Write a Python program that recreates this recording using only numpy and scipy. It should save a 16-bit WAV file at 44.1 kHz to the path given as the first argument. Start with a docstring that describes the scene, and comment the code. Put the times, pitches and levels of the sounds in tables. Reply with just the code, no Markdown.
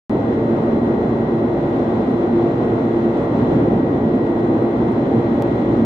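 """Flight chamber of a vertical wind tunnel, a two-port stereo microphone fixed on the wall.
Close by, something ticks faintly on the wall, and there is one sharp snap. In the background the motor
drives whine and the fans drone at their blade rate. Flyers dive in from the doorway with a falling whoosh.
Over it all, turbulent air roars in the duct, rushes past walls and suits and buffets in the flyers' wakes."""
import sys
import numpy as np
from scipy import signal
from scipy.fft import rfft, irfft
from scipy.io import wavfile

SR = 44100
rng = np.random.default_rng(int(sys.argv[2]) if len(sys.argv) > 2 else 0)


def pcm_store(signal):
    """Save signal as 16-bit PCM."""
    levels = np.round(np.clip(np.atleast_2d(signal), -1, 1) * 32767)
    wavfile.write(sys.argv[1], SR, levels.astype(np.int16).T)


N = 257984
TIME = np.arange(N) / SR
FREQS = np.maximum(np.fft.rfftfreq(N, 1 / SR), 1)
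LEFT_RIGHT = np.array([[1], [-1]])


def undb(db):
    """Decibels to gain."""
    return 10 ** (np.asarray(db) / 20)


def unit(x):
    """Scale to rms 1."""
    return x / np.sqrt(np.mean(x ** 2))


def curve(rows, column=1):
    """Join one column's values by straight lines over time."""
    rows = np.array(rows)
    return np.interp(TIME, rows[:, 0], rows[:, column])


def contour(rows):
    """Join (f/Hz, value) rows on a log-frequency axis."""
    hz, value = np.transpose(rows)
    return np.interp(np.log(FREQS), np.log(hz), value)


def pan(balance_db):
    """Gains at the two ports; balance is left minus right."""
    return undb(LEFT_RIGHT * balance_db / 2)


def wander(rate_hz):
    """Smooth random motion of rms 1, changing up to about rate_hz times a second."""
    white = rfft(rng.standard_normal(N))
    return unit(irfft(white * np.exp(-(FREQS / rate_hz) ** 2 / 2), N))


def tone(hz, scatter, scatter_hz, right_lead=0):
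    """A tone reaching the microphone through moving air: a steady part plus a randomly fading one."""
    fading = 1 + scatter * (wander(scatter_hz) + 1j * wander(scatter_hz))
    wave = fading * np.exp(2j * np.pi * (hz * TIME + rng.random()))
    return unit(np.real([wave, wave * np.exp(1j * right_lead)]))


# Ticks on the microphone's wall: t/s, peak level/dB, balance/dB
WALL_TICKS = [(0.1114, -49, -2), (0.7632, -52, -5), (0.8535, -55, 1), (1.635, -60, -4), (2.1126, -52, -10),
              (2.6494, -49, -7.5), (2.8579, -53, -3), (3.1363, -58, -3), (3.1737, -51, -12),
              (3.7693, -50, -2), (4.1565, -51, -9), (4.3031, -50, 5), (4.4797, -56, -9), (4.6254, -49, -4),
              (4.9202, -50, 9)]
# Their ring: f/Hz, relative level/dB, t60/s
WALL_MODES = [(4900, 0.5, .003), (6500, 1.5, .003), (8300, 1.5, .004), (9400, -7.5, .004),
              (10400, -4, .004), (11500, 1, .006), (12400, -10.5, .004), (13700, -15.5, .004)]
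def wall_ticks(faint_db=-62, spread_db=3, contact_s=.001, faint_count=44):
    """Tiny scratchy taps whose short, high ring varies with the spot; fainter ones fall between."""
    age = TIME[:2048]
    out = np.zeros((2, N + len(age)))
    faint = [(when * N / SR, faint_db + spread_db * (2 * size - 1), -2)
             for when, size in rng.random((faint_count, 2))]
    for at_s, db, balance_db in list(WALL_TICKS) + faint:
        detune = rng.uniform(.94, 1.04)
        ring = sum(undb(mode_db - 60 * age / t60) * np.sin(2 * np.pi * detune * hz * age)
                   for hz, mode_db, t60 in WALL_MODES)
        contact = rng.standard_normal(len(age)) * np.exp(-age / contact_s)
        tap = signal.fftconvolve(contact, ring)[:len(age)]
        start = int(at_s * SR)
        out[:, start:start + len(age)] += tap / np.abs(tap).max() * undb(db) * pan(balance_db)
    return out[:, :N]


def snap(at_s=5.4233, peak_db=-17.3, balance_db=-4, relax_s=.00046):
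    """A sudden step that relaxes at once: one dry click."""
    age = np.maximum(TIME - at_s, 0)
    pulse = -np.exp(-age / relax_s) * (TIME >= at_s)
    return pulse * undb(peak_db) * pan(balance_db)


# Drive sidebands: carrier multiple, sideband number, base level/dB, balance/dB, right lead/rad
SIDEBANDS = [(1, -2, -60, 15, 2.3), (1, -1, -49.6, 12, 2.1), (1, 1, -56, -8, 2.1), (1, 2, -55.7, 5, -.1),
             (1, 3, -57, -3, 2.1), (2, 0, -68, 4, 2.3), (2, 1, -69, 7, 2.7), (2, 2, -63.3, 4, .6),
             (2, 3, -82, -12, -.7)]
# Sidebands 2 and 3 swell and sink: t/s, gain/dB
SIDEBAND_SWELL = [(0.1, -1), (2.7, -0.5), (3.2, 0), (3.45, 0.5), (3.7, -4), (4.6, 0.5), (5.45, 1),
                  (5.85, 1.5)]
def motor_drives(carrier_hz=1971.2, output_hz=57.47, waver_db=1.0, waver_hz=4):
    """Switching sidebands make the motors sing in wavering clusters near 2 and 4 kHz."""
    out = 0
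    for multiple, sideband, db, balance_db, lead in SIDEBANDS:
        level_db = db + waver_db * wander(waver_hz) + (sideband > 1) * curve(SIDEBAND_SWELL)
        hz = multiple * carrier_hz + sideband * output_hz
        out += tone(hz, scatter=.084, scatter_hz=22, right_lead=lead) * undb(level_db) * pan(balance_db)
    return out


# Lone high tones: f/Hz, level/dB, balance/dB, right lead/rad
THIN_WHISTLES = [(2726.5, -67, 2, 1.9), (5971, -88, -10, -.9), (8057, -88, -10, -3)]
def whistles():
    """Thin, steady-pitched whistles that shimmer in the moving air."""
    return sum(tone(hz, scatter=.1, scatter_hz=22, right_lead=lead) * undb(db) * pan(balance_db)
               for hz, db, balance_db, lead in THIN_WHISTLES)


# Blade-passing tones: harmonic number, base level/dB, balance/dB
BLADE_HARMONICS = [(1, -34.5, -1), (2, -29.5, -1), (3, -26.3, 0), (4, -34.5, -1), (5, -37, 1), (6, -47, -1),
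                   (7, -43.5, -3), (8, -45.3, 5), (9, -53, 10), (10, -55, 5)]
# The two strongest swell and sink: t/s, second harmonic gain/dB, third harmonic gain/dB
BLADE_SWELL = [(0.25, -5.5, -2), (0.52, 6.5, 5.5), (0.72, 8.5, 0.5), (0.9, 4, -1.5), (1.05, 1, -7),
               (1.16, 7.5, -8.5), (1.38, 5.5, 6), (1.7, -3.5, 2.5), (2.0, 4, -1), (2.2, 0, 2), (2.4, -1, 6),
               (2.6, -5.5, -2), (2.9, 3, 4), (3.1, 3.5, 2.5), (3.38, -4.5, -13), (3.68, 5.5, 2.5),
               (4.05, -7, -2), (4.2, -11.5, -2), (4.45, -1, 7), (4.75, 4.5, 1.5), (5.0, -3.5, -2),
               (5.15, 7, 0), (5.37, -10, 3), (5.55, -4, 1.5), (5.7, 10, 3.5)]
def fans(blade_hz=114.4, hum_hz=61.2, hum_db=-44):
    """Blades chop uneven inflow, so each harmonic wavers, the strongest fastest; a low hum lies beneath."""
    swell_db = {2: curve(BLADE_SWELL, 1), 3: curve(BLADE_SWELL, 2)}
    drone = 0
    for harmonic, db, balance_db in BLADE_HARMONICS:
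        scatter, scatter_hz = (.36, 8) if harmonic in swell_db else (.62, 3.5)
        partial = tone(harmonic * blade_hz, scatter, scatter_hz)
        drone += partial * undb(db + swell_db.get(harmonic, 0)) * pan(balance_db)
    return drone + tone(hum_hz, scatter=.6, scatter_hz=.99) * undb(hum_db)


# The dive from the doorway, deeper as bodies turn across the stream: t/s, centre f/Hz, level/dB
DIVE = [(2.7, 1150, -55), (2.949, 1050, -49), (3.15, 1020, -45.5), (3.3, 980, -35.5), (3.42, 740, -35.5),
        (3.52, 570, -26.5), (3.64, 520, -31), (3.8, 480, -50)]
def entry_whoosh(width_hz=270, side_db=-5):
    """Eddies shed by the entering flyers: a broad band of noise that swells and slides down."""
    centre_hz, level_db = curve(DIVE, 1), curve(DIVE, 2)
    sweep = np.exp(2j * np.pi * np.cumsum(centre_hz) / SR)
    eddies = [wander(width_hz) + 1j * wander(width_hz) for _ in range(2)]
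    mid, side = (unit(np.real(eddy * sweep)) for eddy in eddies)
    return (mid + LEFT_RIGHT * side * undb(side_db)) * undb(level_db)


# Likeness of the air noise at the microphone's two ports: f/Hz, correlation
PORT_CORRELATION = [(100, 1), (260, 1), (390, 0.91), (500, 0.72), (620, .74), (800, 0.45), (1000, 0.24),
                    (1250, -0.36), (2000, -0.19), (3200, -0.17), (4500, 0), (12000, -0.1)]
# Its tilt between the ports: f/Hz, balance/dB
PORT_BALANCE = [(250, -0.85), (750, 0.5), (1000, 1.5), (1400, 6), (1750, 4.5), (2300, 0.5), (2900, -3),
                (3450, 0), (4500, -1.5), (8000, -2.5), (14000, -1)]
def turbulence(spectrum, flicker_db=0, flicker_hz=7.5):
    """Long waves reach both ports alike; eddies make each octave flicker by flicker_db."""
    alike = np.clip(contour(PORT_CORRELATION), -.999, .999)
    mid, side = rfft(rng.standard_normal((2, N)))
    ports = mid * np.sqrt(1 + alike) + LEFT_RIGHT * side * np.sqrt(1 - alike)
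    ports *= undb(contour(spectrum)) * pan(contour(PORT_BALANCE))
    out = 0
    for octave in range(4, 15):  # 16 Hz to 16 kHz
        band = np.maximum(1 - np.abs(np.log2(FREQS) - octave), 0)
        out += irfft(ports * band, N) * undb(flicker_db * wander(flicker_hz))
    return out / np.std(out.mean(axis=0))


# Duct roar, rush past walls and suits, and low wakes, heard at the wall: f/Hz, relative level/dB
ROAR_SPECTRUM = [(22, -41), (40, -22.5), (60, -14.5), (76, -18.5), (120, -3.5), (160, -5), (182, -7),
                 (235, 1.5), (285, -0.57), (335, -1), (500, -7.5), (600, -10.5), (680, -10.5), (800, -13.5),
                 (1100, -22), (1800, -39), (5000, -90)]
RUSH_SPECTRUM = [(300, -13.5), (900, -1.5), (1300, -0.5), (1800, -8), (2300, -11), (2900, -16), (3450, -14),
                 (3850, -20.5), (4600, -27), (6000, -31), (8000, -37), (9500, -44), (12000, -48),
                 (15500, -59.5)]
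WAKE_SPECTRUM = [(22, -31.5), (45, -14.5), (80, -4), (150, 1), (200, -0.5), (280, 1.5), (450, -5.5),
                 (800, -26.5), (2000, -60.5), (5000, -100)]
# The rush builds as the flyers lean into the stream and drops once they float: t/s, level/dB
RUSH_LEVEL = [(0.1, -41.5), (1.5, -42), (1.9, -40), (2.15, -41), (2.7, -40.5), (3.3, -40), (3.55, -38.5),
              (3.75, -42), (4.7, -42), (5.25, -40), (5.85, -40)]
# The wakes surge as the flyers spread out over the stream: t/s, level/dB
WAKE_SURGE = [(0.1, -30), (3.1, -42), (3.4, -20), (3.62, -18.5), (3.85, -22), (4.05, -23.5), (4.25, -34),
              (5.85, -23)]
def airflow(roar_db=-18, buffet_db=.43, buffet_hz=7.9):
    """The fans hold the wind speed, so the roar is steady; roar, rush and wakes flutter slightly as one."""
    roar = turbulence(ROAR_SPECTRUM, flicker_db=.5, flicker_hz=2.3) * undb(roar_db)
    rush = turbulence(RUSH_SPECTRUM, flicker_db=.43, flicker_hz=33) * undb(curve(RUSH_LEVEL))
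    wakes = turbulence(WAKE_SPECTRUM) * undb(curve(WAKE_SURGE))
    return (roar + rush + wakes) * undb(buffet_db * wander(buffet_hz))


def scene():
    """Everything that reaches the microphone on the chamber wall."""
    return airflow() + fans() + motor_drives() + whistles() + wall_ticks() + snap() + entry_whoosh()


def record(dry, start_s=.0955, open_s=.00004, top_hz=15600):
    """The microphone channel opens abruptly and cuts the top treble."""
    opening = np.clip((TIME - start_s) / open_s, 0, 1)
    lowpass = signal.ellip(8, .2, 70, top_hz, fs=SR, output="sos")
    return signal.sosfilt(lowpass, dry * opening)


dry = scene()
out = record(dry)
pcm_store(out)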